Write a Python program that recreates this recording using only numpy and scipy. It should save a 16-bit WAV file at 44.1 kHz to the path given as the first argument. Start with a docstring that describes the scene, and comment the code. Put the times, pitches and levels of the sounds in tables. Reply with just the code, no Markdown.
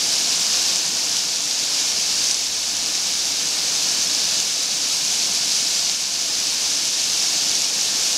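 """A wooden roof deck in a downpour, heard from shelter through one microphone.
Thousands of drop impacts on the wet boards superpose into a patter, over a hiss of spray and the
low roar of rain on the city, coloured by the deck's resonances. A few big drops land close and
make the gain control duck. Far off, an engine speeds up and its firing tone rises."""
import sys
import numpy as np
from scipy import signal
from scipy.fft import rfft, irfft
from scipy.io import wavfile

SR = 44100
rng = np.random.default_rng(int(sys.argv[2]) if len(sys.argv) > 2 else 0)


def unload_wav(signal):
    """Save mono or channel-first audio to the path in sys.argv[1] as 16-bit WAV at rate SR, clipped to [-1, 1]."""
    wavfile.write(
        sys.argv[1],
        SR,
        np.round(np.clip(np.atleast_2d(signal).T, -1, 1) * 32767).astype(np.int16),
    )


N = 360297
TIME = np.arange(N) / SR
BINS = np.fft.rfftfreq(8192, 1 / SR)

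# strength of the rain on the near boards: (time [s], relative level [dB])
NEAR_RAIN = [(0.0, -20.5), (0.1, -20), (0.7, -20), (0.9, -21), (1.6, -21.5), (2.3, -20.6), (2.85, -21.5),
             (3.05, -21.7), (3.55, -21.8), (3.75, -21), (4.4, -20.5), (4.7, -21), (5.3, -20.6),
             (5.75, -20.5), (6.1, -22), (6.8, -21), (8.2, -20)]
# spectrum of water striking wet boards: (frequency [Hz], relative spectral density [dB])
SPLASH_SPECTRUM = [(400, -31.5), (1300, -22), (1950, -20), (2200, -12.5), (2700, -9), (3200, -8.5),
                   (4000, -5), (4800, -1), (5700, 0.14), (6500, -2.5), (7500, -8), (9200, -15.5),
                   (11400, -20), (15700, -37)]
# big drops close by: (time [s], relative peak level [dB], pitch [Hz])
CLOSE_DROPS = [(0.7592, -2.1, 5860), (1.1685, -4.5, 6150), (1.36, -5.5, 5540), (2.3121, -1.3, 5990),
               (2.345, -2, 6160), (2.393, -6, 4970), (2.768, -5.5, 6170), (2.8612, -5, 5330),
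               (2.953, -4, 5770), (3.8259, -5.5, 6160), (4.4023, -3, 5740), (5.0503, -5, 6350),
               (5.7946, -5.4, 5410), (5.897, -4.5, 4700), (6.8549, -4.5, 4910), (7.2255, -5.0, 5600),
               (7.515, -4.2, 4830), (7.5537, -5.3, 5770), (8.1309, -5, 6420)]
# strength of the downpour further off: (time [s], relative level [dB])
DISTANT_RAIN = [(0.0, -38.2), (0.6, -37.2), (1.5, -39.5), (2.7, -38.5), (3.3, -39.8), (3.8, -38),
                (6.1, -40), (8.2, -38)]
# spectrum of the distant rain: (frequency [Hz], relative spectral density [dB])
ROAR_SPECTRUM = [(23, -34), (34, -15.5), (45, -16), (64, -5.5), (85, -8.5), (138, -7), (160, 0),
                 (240, -1.8), (380, -3.6), (500, -1.35), (900, -1.5), (1250, -4), (1750, -2.5), (2100, -9),
                 (5000, -22)]
# resonance peaks and dips of the drumming deck: (frequency [Hz], bandwidth [Hz], gain [dB])
DECK_RESONANCES = [(193, 25, 2), (284, 26, 6.5), (316, 24, 2.5), (480, 55, 1.5), (600, 36, -2.5),
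                   (692, 65, 4), (824, 30, 2), (855, 24, -2.2), (1790, 120, 2), (1950, 130, -3)]
# distant engine: (time [s], firing rate [Hz], level [dB])
ENGINE_RUN = [(1.8, 48, -76), (2.1, 52, -60), (2.5, 57, -58), (2.85, 62, -54), (3.0, 64, -70),
              (3.4, 69, -59.5), (3.7, 68, -76)]


def smack(hz, cycles, spatter, spatter_s):
    """A drop's impact is a transient: a heavily damped oscillation, then a decaying spatter of droplets."""
    t = np.arange(SR // 100) / SR
    age = t * hz / cycles  # 1 at the envelope's peak
    snap = age * np.exp(1 - age) * np.sin(2 * np.pi * (hz * t + rng.random()))
    droplets = spatter * rng.standard_normal(len(t)) * np.exp(-t / spatter_s) * (1 - np.exp(-age))
    return snap + droplets


def patter(per_s, spread_db, clump_db, cycles, pitches):
    """Impacts on the boards form a Poisson process whose drifting rate gathers them into clumps."""
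    density = amp(clump_db * wander(5, 45))
    arrivals = np.flatnonzero(rng.random(N) < per_s / SR * density / density.mean())
    kind = rng.integers(0, pitches, N)[arrivals]
    size = amp(spread_db * np.minimum(rng.exponential(1, N), 3.3))[arrivals]
    out = np.zeros(N)
    for k, hz in enumerate(np.geomspace(1500, 14000, pitches)):
        hits = np.zeros(N)
        hits[arrivals[kind == k]] = size[kind == k]
        drop = unit_rms(smack(hz, cycles * rng.uniform(.5, 2), spatter=.06, spatter_s=.002))
        out += signal.oaconvolve(hits, drop * np.sqrt(hz))[:N]
    return coloured(out, spectrum(SPLASH_SPECTRUM))


def spray(flutter_db):
    """Countless small drops sum incoherently to a hiss, amplitude-modulated by passing sheets of rain."""
    hiss = rng.standard_normal(N) * amp(flutter_db * wander(4.4, 40))
    return coloured(hiss, spectrum(SPLASH_SPECTRUM))


def big_drops(cycles, lead_s):
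    """A brief impact has a broad spectrum: single drops near the microphone make sharp smacks."""
    out = np.zeros(N)
    wet_wood = signal.butter(2, [2500, 9000], "band", fs=SR, output="sos")
    for s, db, hz in CLOSE_DROPS:
        drop = signal.sosfilt(wet_wood, smack(hz, cycles, spatter=0.26, spatter_s=.0015))
        add(out, s - lead_s, amp(db) * drop / abs(drop).max())
    return out


def roar(swell_db):
    """Distant rain merges into low noise; resonance of the deck adds narrow peaks and dips."""
    deck_db = sum(db / (1 + (2 * (BINS - hz) / width) ** 2) for hz, width, db in DECK_RESONANCES)
    wash = coloured(rng.standard_normal(N), spectrum(ROAR_SPECTRUM) + deck_db)
    return wash * amp(swell_db * wander(0.91, 8.8))


def engine(waver_db):
    """Periodic firing makes a tone, of which only the fundamental carries through the rain."""
    hz, db = curves(ENGINE_RUN)
    tone = unit_rms(np.sin(2 * np.pi * np.cumsum(hz) / SR))
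    return amp(db + waver_db * wander(2, 10)) * tone


def amp(db):
    """Amplitude ratio: a factor of ten for every 20 dB."""
    return 10 ** (np.asarray(db) / 20)


def unit_rms(x):
    """Normalisation to a mean power of 1."""
    return x / np.sqrt(np.mean(x ** 2) + 1e-20)


def curves(rows):
    """Linear interpolation of each column of a time table, at every sample."""
    s, *columns = np.transpose(rows)
    return [np.interp(TIME, s, column) for column in columns]


def spectrum(points):
    """Interpolation of levels in dB on a log-frequency axis."""
    hz, db = np.transpose(points)
    return np.interp(np.log(BINS + 1), np.log(hz), db)


def coloured(x, db):
    """Minimum-phase filtering is causal, so clicks keep their sharp onset; the result has rms 1."""
    log_gain = np.log(amp(np.concatenate([db, db[-2:0:-1]])))
    response = np.exp(np.conj(signal.hilbert(log_gain)))
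    taps = irfft(response[:len(db)])
    return unit_rms(signal.oaconvolve(x, taps[:len(db)])[:N])


def wander(slow_hz, fast_hz):
    """A 1/f fluctuation of rms 1: about equal power per octave between two rates."""
    hz = np.fft.rfftfreq(N, 1 / SR)
    shape = hz / (hz ** 2 + slow_hz ** 2) ** (3 / 4) / (1 + (hz / fast_hz) ** 4)
    return unit_rms(irfft(rfft(rng.standard_normal(N)) * shape, N))


def add(mix, s, sound):
    """Superposition of a sound on the mix, starting at time s."""
    part = mix[max(round(s * SR), 0):][:len(sound)]
    part += sound[:len(part)]


def scene():
    """All sources superpose at one microphone, which feeds both channels."""
    (near_db,), (far_db,) = curves(NEAR_RAIN), curves(DISTANT_RAIN)
    drops = amp(-3.3) * patter(per_s=9000, spread_db=3.0, clump_db=1.0, cycles=1.28, pitches=32)
    sheets = amp(.32 * wander(slow_hz=4, fast_hz=12))  # sheets of rain sweep the boards at random
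    near = amp(near_db) * sheets * (drops + amp(-2.2) * spray(flutter_db=.22))
    far = amp(far_db + 1.55) * roar(swell_db=0.23)
    smacks = amp(-0.12) * big_drops(cycles=0.67, lead_s=.0002)
    mono = near + smacks + far + engine(waver_db=1.2)
    return np.array([mono, mono])


def record(dry):
    """Automatic gain control ducks after peaks above a threshold and creeps back; a low-pass follows."""
    threshold_db, slope, recovery_db_per_s, attack_s = -5.9, .58, 4.0, 0.05
    cutoff_hz = 15720
    level_db = 20 * np.log10(abs(dry).max(0) + 1e-9)
    demand_db = slope * (level_db - threshold_db)
    recovery_db = recovery_db_per_s * TIME
    duck_db = np.maximum(np.maximum.accumulate(demand_db + recovery_db) - recovery_db, 0)
    pole = np.exp(-1 / (attack_s * SR))
    ducked = dry * amp(-signal.lfilter([1 - pole], [1, -pole], duck_db))
    low_pass = signal.firwin(1023, cutoff_hz, window=("kaiser", 9), fs=SR)
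    return signal.oaconvolve(ducked, low_pass[None], "same")


dry = scene()
out = record(dry)
unload_wav(out)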